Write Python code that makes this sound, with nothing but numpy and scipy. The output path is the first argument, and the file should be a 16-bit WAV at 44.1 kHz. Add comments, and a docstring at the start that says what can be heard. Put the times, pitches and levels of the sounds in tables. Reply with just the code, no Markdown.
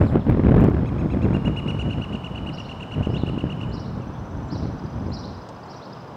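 """Beside a flooded wood, on a faintly whining camera's microphone, the river rushing steadily throughout.
Gusts buffet the microphone from the start, thumping and ticking. Just under a second in, a woodpecker
begins a fast trill of arched notes, echoed by the trunks, and holds it for nearly three seconds.
Then, as the wind eases, sparrows and other small birds chirp and trill farther off among the trees,
and near the end there is one dry snap close by."""
import sys
import numpy as np
from scipy import signal
from scipy.fft import rfft, irfft, next_fast_len
from scipy.io import wavfile
from scipy.ndimage import uniform_filter1d, minimum_filter1d, map_coordinates

SR = 44100
rng = np.random.default_rng(int(sys.argv[2]) if len(sys.argv) > 2 else 0)


def unload_wav(signal):
    """Save mono or channel-first audio to the path in sys.argv[1] as 16-bit WAV at rate SR, clipped to [-1, 1]."""
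    wavfile.write(
        sys.argv[1],
        SR,
        np.round(np.clip(np.atleast_2d(signal).T, -1, 1) * 32767).astype(np.int16),
    )


N = 271656

# Fine turbulence at the microphone. Each row: frequency in Hz, relative level in dB.
TURBULENCE = [(170, -24.5), (310, 9), (500, 1.5), (900, -11), (1600, -16.5), (2600, -27), (3600, -36.5),
              (5000, -52.5), (9000, -66), (15000, -70)]


def woodpecker(echo_db=-11.5, leaves_db=-6):
    """The main voice: each note arches up and down in pitch, and the throat favours its second harmonic."""
    # Resonances of throat and bill. Each row: frequency in Hz, gain in dB.
    throat = [(1300, -30), (2300, 6.5), (2650, -14.5), (2850, 1.5), (3050, -1), (3900, -22.5),
              (4450, -25.5), (5300, -28), (5900, -27.5), (6600, -22), (7400, -32.5), (8300, -29),
              (8850, -31), (9400, -38.5), (11000, -49)]
    song = np.zeros(N)
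    t = np.arange(-SR // 36, SR // 36) / SR
    harmonics = np.arange(1, 9)[:, None]
    flank = (t / .018) ** 2  # 0 at the crest, 1 at 18 ms to either side
    swell = np.exp(-flank ** 4)
    arch = 1 - .125 * flank - .07 * flank ** 2
    for s, crest_hz, db, overtones_db, rough in trill_notes():
        # the voice is cleanest at the crest and rasps as it starts and stops
        quiver = rough * (.5 + 2 * flank) * unit(uniform_filter1d(rng.standard_normal(len(t)), size=30))
        phase = 2 * np.pi * np.cumsum(crest_hz * (arch + quiver)) / SR
        # the upper overtones come out a little differently in every note
        colour_db = (harmonics > 2) * (overtones_db + rng.normal(0, 2.0, harmonics.shape))
        partials = amp(along(throat, harmonics * crest_hz * arch) + colour_db) * np.sin(harmonics * phase)
        add(song, s + t[0], np.sqrt(2) * amp(db) * swell * partials.sum(axis=0))
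    # twigs and leaves dull the straight path; the echo keeps its overtones
    direct = filtered(song, lambda hz: amp(along([(3200, 0), (7000, leaves_db)], hz)))
    direct = off_water(direct, null_hz=2985, mirror=.84, order=4)
    return direct + amp(echo_db) * echo(song)


def trill_notes(start_s=0.8755, count=25):
    """The woodpecker's notes: low, soft and reedy at first, they swell, then ease and grow hoarse."""
    # Each row: time in seconds, crest pitch in Hz, relative level in dB, upper overtone gain in dB,
    # roughness as a fraction of the pitch.
    voice = [(.88, 1308, -40, 3, .005), (1.23, 1363, -37, 1.5, .006), (1.45, 1453, -30.5, 0.5, 0.0073),
             (1.69, 1468, -27.5, 0, .008), (2.05, 1489, -31, -1, 0.013), (3.62, 1492, -33, -1, 0.014)]
    # The pace picks up, holds and falters once. Each row: time in seconds, seconds to the next note.
    pace = [(.88, .125), (1.05, .117), (1.75, .1123), (3.02, .1126), (3.16, .122), (3.52, .111)]
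    notes, s = [], start_s
    for _ in range(count):
        notes.append((s, *curves(voice, s)))
        s += curves(pace, s)[0]
    return notes


def wind(rumble_db=-1.17, strong_db=-15, flutter_db=-24.5, growth=1.37, burst_floor=.3):
    """Gusts rumble on the microphone; the strong ones break into brighter, lumpy flutter."""
    # The large eddies. Each row: frequency in Hz, relative level in dB.
    buffet = [(20, -30), (40, -13), (68, 0), (120, 1), (200, -2.5), (300, -9), (420, -28.5), (600, -33),
              (1100, -93)]
    gust_db = wind_strength()
    eddies = noise(buffet)
    # eddies follow one another closely, so the gust alone sets the slow level
    eddies = eddies / np.sqrt(np.abs(uniform_filter1d(eddies ** 2, size=1500)) + 1e-6)
    rumble = amp(gust_db + rumble_db) * eddies
    # fine turbulence tears off at the peaks of the large eddies
    bursts = unit(burst_floor + uniform_filter1d(eddies ** 2, size=120))
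    flutter = amp(flutter_db + growth * (gust_db - strong_db)) * bursts * noise(TURBULENCE)
    return rumble + flutter


def wind_strength(rise_db_per_s=792, fall_db_per_s=489, unrest_db=1.87, unrest_hz=24):
    """Level in dB of the breeze and its gusts together, never quite steady."""
    # The air between gusts. Each row: time in seconds, relative level in dB.
    breeze = [(0, -15), (.26, -31), (.71, -16.5), (.9, -23), (1.07, -23), (1.75, -25), (2.18, -34.5),
              (2.58, -31.5), (2.84, -37.5), (3.5, -29), (3.96, -29.5), (4.17, -31.5), (4.8, -40),
              (5.19, -28.8), (5.5, -44.5), (6.16, -51)]
    # Gusts swell, hold and drop away. Each row: start of the hold and its length in seconds, level in dB.
    gusts = [(0.01, 0.042, -15.5), (0.137, 0.033, -13.5), (.272, .13, -15.5), (0.443, 0.245, -11.5),
             (1.136, .04, -21.5), (1.23, .15, -18.5), (1.459, 0.07, -20), (1.832, .17, -25),
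             (2.108, 0.041, -26), (2.308, .24, -31.5), (2.969, .054, -24), (3.079, 0.12, -22.5),
             (3.28, 0.076, -27), (3.443, 0.024, -25), (3.647, 0.168, -32), (4.33, .13, -30.5),
             (4.522, 0.17, -26.5), (4.732, .04, -28), (4.823, 0.041, -26.5), (4.939, .186, -27)]
    t = np.arange(N) / SR
    power = amp(curves(breeze, t)[0]) ** 2
    for s, hold, db in gusts:
        below_db = rise_db_per_s * np.maximum(s - t, 0) + fall_db_per_s * np.maximum(t - s - hold, 0)
        power += amp(db - np.minimum(below_db, 100)) ** 2
    return 10 * np.log10(power) + unrest_db * wobble(unrest_hz)


def thumps(level_db=-5, width_s=0.00097, puff_db=-21):
    """A passing eddy pushes, then pulls the diaphragm, with a puff of turbulence."""
    # The strongest single eddies. Each row: time in seconds, relative peak in dB.
    eddies = [(0.153, -8), (0.285, -8), (0.393, -1.5), (0.508, -0.5), (0.569, -6.5), (0.638, -2),
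              (0.695, -6), (0.83, -7.5), (1.058, -8.5), (1.242, -8), (3.007, -7.5), (3.069, -7.5),
              (3.234, -5), (3.375, -10), (3.438, -7.5), (4.632, -13)]
    push, puff = np.zeros(N), np.zeros(N)
    t = np.arange(-SR // 100, SR // 50) / SR
    for s, db in eddies:
        passage = t / (width_s * np.exp(rng.normal(0, 0.083))) - 3
        bell = amp(db) * np.exp((1 - passage ** 2) / 2)
        add(push, s + t[0], passage * bell)
        add(puff, s + t[0], bell)
    return amp(level_db) * push + amp(puff_db) * puff * noise(TURBULENCE)


def ticks(level_db=-1, t60=0.0039):
    """Tiny broadband ticks right at the microphone, most of them in the hardest gust."""
    # Each row: start in seconds, relative level in dB.
    hits = [(0.301, -38), (0.5107, -41.5), (0.5656, -39.5), (0.6078, -38.5), (0.6428, -33.5),
            (0.6766, -40.5), (0.7, -40.5), (1.351, -46)]
    track = np.zeros(N)
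    t = np.arange(SR // 50) / SR
    for s, db in hits:
        add(track, s, amp(db + level_db - 60 * t / t60) * rng.standard_normal(len(t)))
    return track


def sparrow(level_db=-3):
    """Slightly hoarse two-voiced chirps from among the trees, each gesture at its own strength."""
    # Each row: start in seconds, relative level in dB, duration ratio.
    chirps = [(2.524, -47, 1.05), (3.721, -46, 1.12), (4.506, -44.5, 1.04), (5.122, -40, 1),
              (5.686, -47, 1.15)]
    # One chirp from both sides of the syrinx, a list for each gesture.
    # Each row: seconds from the chirp's start, pitch in Hz, relative level in dB.
    gestures = [
        [(-.008, 3760, -2), (.008, 4500, -6), (.021, 5150, -1.5), (.036, 4600, -10.5), (.051, 3800, -2),
         (.062, 4770, -14.5), (.072, 5300, -10.5), (.088, 4240, -7)],
        [(.003, 4700, -7), (.014, 5355, -3.5), (.026, 5630, -2.5), (.04, 5050, -19.5), (.052, 4300, -5.5),
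         (.06, 5410, -20), (.069, 5850, -5), (.082, 5180, 0)],
        [(.11, 3310, -10), (.126, 4125, -2.5), (.141, 4620, -11)],
        [(-.028, 7500, -23), (-.018, 7140, -20.5), (-.008, 6600, -33)],
    ]
    song = np.zeros(N)
    for s, db, stretch in chirps:
        for gesture in gestures:
            add_whistle(song, gesture, s, db + rng.normal(0, 1.5), stretch, rough=.015)
    return amp(level_db) * (song + amp(-6) * near_trunks(song) + amp(-2) * echo(song))


def far_birds(direct_db=-2, echo_db=-5, chip_db=-53.5):
    """Slurs, dry chips and a thin, even trill from deeper in the wood."""
    # Each row: start and length in seconds, first and last pitch in Hz, relative level in dB.
    slurs = [(.064, 0.045, 4550, 2970, -53.5), (.203, 0.02, 3840, 3130, -55), (.332, .028, 3940, 2970, -60),
             (3.095, .055, 4750, 5600, -58.5), (3.152, .038, 3100, 4250, -45.5),
             (3.19, .044, 4300, 3430, -50), (4.008, 0.0344, 3080, 2360, -55),
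             (4.148, .022, 3250, 3450, -56), (5.905, 0.076, 4430, 2450, -59)]
    # One chip and one rising trill note. Each row: seconds from its middle, pitch in Hz, gain in dB.
    chip_note = [(-.008, 4500, -3.5), (-.002, 4830, -1), (.001, 5330, 2.5), (.004, 4860, -12),
                 (.008, 4340, -12)]
    thin_note = [(-.012, 5420, -8), (-.003, 5950, 8.5), (.005, 6180, 1), (.012, 6100, -33)]
    # The thin trill swells and fades. Each row: time in seconds, relative level in dB.
    thin_swell = [(3.9, -74), (4.1, -64.5), (4.8, -64), (6.15, -72)]
    song = np.zeros(N)
    for s, length, first_hz, last_hz, db in slurs:
        add_whistle(song, [(0, first_hz, 0), (length, last_hz, 0)], s, db, rough=.035)
    for s in chip_times():
        add_whistle(song, chip_note, s, chip_db + rng.normal(0, 2.8), rough=0.022)
    for s in np.arange(3.906, 6.15, .0588):
        add_whistle(song, thin_note, s, curves(thin_swell, s)[0], rough=0.0024)
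    return amp(direct_db) * song + amp(echo_db) * echo(song)


def chip_times(start_s=4.797, gap_s=.0677, slowing_s=.00045, count=19):
    """The times of a small bird's run of chips, each gap a little longer than the one before."""
    k = np.arange(count)
    return start_s + gap_s * k + slowing_s * k * (k - 1) / 2


def add_whistle(track, gesture, s=0, db=0, stretch=1, rough=.01):
    """A syrinx sings a gliding, slightly hoarse tone along points of seconds, Hz and dB."""
    when, hz, level = np.transpose(gesture)
    when = when * stretch
    t = np.arange(when.min(), when.max(), 1 / SR)
    quiver = unit(uniform_filter1d(rng.standard_normal(len(t)), size=40))
    pitch = uniform_filter1d(np.interp(t, when, hz), size=200, mode="nearest") * (1 + rough * quiver)
    swell = amp(db + np.interp(t, when, level)) * signal.windows.tukey(len(t), .2)
    add(track, s + when[0], np.sqrt(2) * swell * np.sin(2 * np.pi * np.cumsum(pitch) / SR))


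def snap(start_s=5.488, level_db=-45.5, t60=0.034):
    """One small, dry crack near the microphone: bright noise that dies at once."""
    # Each row: frequency in Hz, relative level in dB.
    colour = [(1500, -25.5), (3000, 10), (5000, 2), (8300, 5), (10000, -25), (15000, -39)]
    age = np.arange(N) / SR - start_s
    return (age > 0) * amp(level_db - 60 * np.abs(age) / t60) * noise(colour)


def river(level_db=-38.5, patchy_db=0.5):
    """The broad rush of the flood, its colour shifting in patches."""
    # Each row: frequency in Hz, relative level in dB.
    rush = [(40, -21.5), (80, 1.5), (135, 11.5), (300, 2.5), (550, 3.5), (1000, 2.5), (1500, -6.5),
            (2100, -18), (3000, -18.5), (4300, -24.5), (6000, -31.5), (8000, -38), (9800, -44),
            (15500, -44)]
    bands = signal.stft(noise(rush), nperseg=512)[2]
    patches = uniform_filter1d(rng.standard_normal(bands.shape), size=5, axis=0)  # across frequency
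    patches = unit(uniform_filter1d(patches, size=14, axis=1))  # across time
    water = signal.istft(bands * amp(patchy_db * patches), nperseg=512)[1][:N]
    return amp(level_db) * unit(water)


def camera(whine_hz=5204, whine_db=-73, whirr_db=-65, whirr_s=.16):
    """The camera's steady thin whine, and the brief whirr of its lens motor at the start."""
    pitch = whine_hz + 4 * wobble(30)
    whine = np.sqrt(2) * amp(whine_db) * np.sin(2 * np.pi * np.cumsum(pitch) / SR)
    # The motor through the casing. Each row: frequency in Hz, relative level in dB.
    casing = [(3000, -18), (5200, 8), (6400, -36), (7200, 9.5),
              (8000, -3), (11500, -5.5), (12300, -5), (13200, -17.0)]
    running = np.arange(N) / SR < whirr_s
    return whine + amp(whirr_db) * noise(casing) * running


def echo(x, build_s=0.02):
    """Scatter from the trunks: it builds up, then dies soonest in the middle treble."""
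    # Each row: frequency in Hz, seconds to fall by 60 dB.
    wood = [(1500, 1), (3000, 0.85), (5500, 0.77), (10000, 1)]
    hz, t, bands = signal.stft(rng.standard_normal(SR), SR, nperseg=256)
    decay = amp(-60 * t / along(wood, hz)[:, None])
    onset = 1 - np.exp(-t / build_s)
    tail = signal.istft(bands * decay * onset, SR, nperseg=256)[1]
    return signal.fftconvolve(x, tail / np.linalg.norm(tail))[:N]


def near_trunks(x, count=8):
    """A few single bounces within 25 ms, which break a glide into brighter and duller patches."""
    taps = np.zeros(SR // 40)
    taps[rng.integers(SR // 500, len(taps), count)] = rng.choice([-1, 1], count) / np.sqrt(count)
    return signal.fftconvolve(x, taps)[:N]


def off_water(x, null_hz, mirror, order):
    """The bounce off the water arrives order + 1/2 cycles of null_hz late and nearly cancels that pitch."""
    delay = (order + .5) / null_hz
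    return filtered(x, lambda hz: (1 + mirror * np.exp(-2j * np.pi * hz * delay)) / (1 + mirror))


def limiter(x, ceiling_db=-2.5, size=2600):
    """The camera turns the level down for a moment around each peak that would pass the ceiling."""
    needed = np.minimum(amp(ceiling_db) / (np.abs(x).max(axis=0) + 1e-9), 1)
    return x * uniform_filter1d(minimum_filter1d(needed, size=size), size=size // 2)


def amp(db):
    """Decibels to gain."""
    return 10 ** (np.asarray(db) / 20)


def unit(x):
    """x at rms 1."""
    return x / np.sqrt(np.mean(x ** 2) + 1e-20)


def along(points, hz):
    """Rows of frequency and value, read at hz on a log axis."""
    f, v = np.transpose(points)
    return np.interp(np.log(hz + 1), np.log(f), v)


def curves(rows, s):
    """Rows that begin with a time: each further column, read at the times s."""
    when, *columns = np.transpose(rows)
    return [np.interp(s, when, column) for column in columns]


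def wobble(rate):
    """A smooth random curve, rate knots a second."""
    return map_coordinates(rng.standard_normal(int(N * rate / SR) + 4), [np.arange(N) * rate / SR])


def filtered(x, response):
    """x through a gain that depends on frequency."""
    size = next_fast_len(N + SR // 2)
    return irfft(rfft(x, size) * response(np.fft.rfftfreq(size, 1 / SR)), size)[..., :N]


def noise(spectrum):
    """Coloured noise of rms 1."""
    return unit(filtered(rng.standard_normal(N), lambda hz: amp(along(spectrum, hz))))


def add(track, s, sound):
    """Mix a sound into the track at time s."""
    start = max(round(s * SR), 0)
    span = track[start:start + len(sound)]
    span += sound[:len(span)]


def scene():
    """Birds, water and wind at one spot beside the wood, alike in both channels."""
    birds = woodpecker() + sparrow() + far_birds()
    mono = birds + snap() + river() + wind() + thumps() + ticks() + camera()
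    return np.array([mono, mono])


def record(dry):
    """The sound fades in over its first few milliseconds; the camera limits the hardest buffets and keeps
    nothing above its band limit."""
    fade_s, top_hz = .004, 15800
    fade = np.minimum(np.arange(N) / SR / fade_s, 1)
    return filtered(limiter(dry * fade), lambda hz: hz < top_hz)


dry = scene()
out = record(dry)
unload_wav(out)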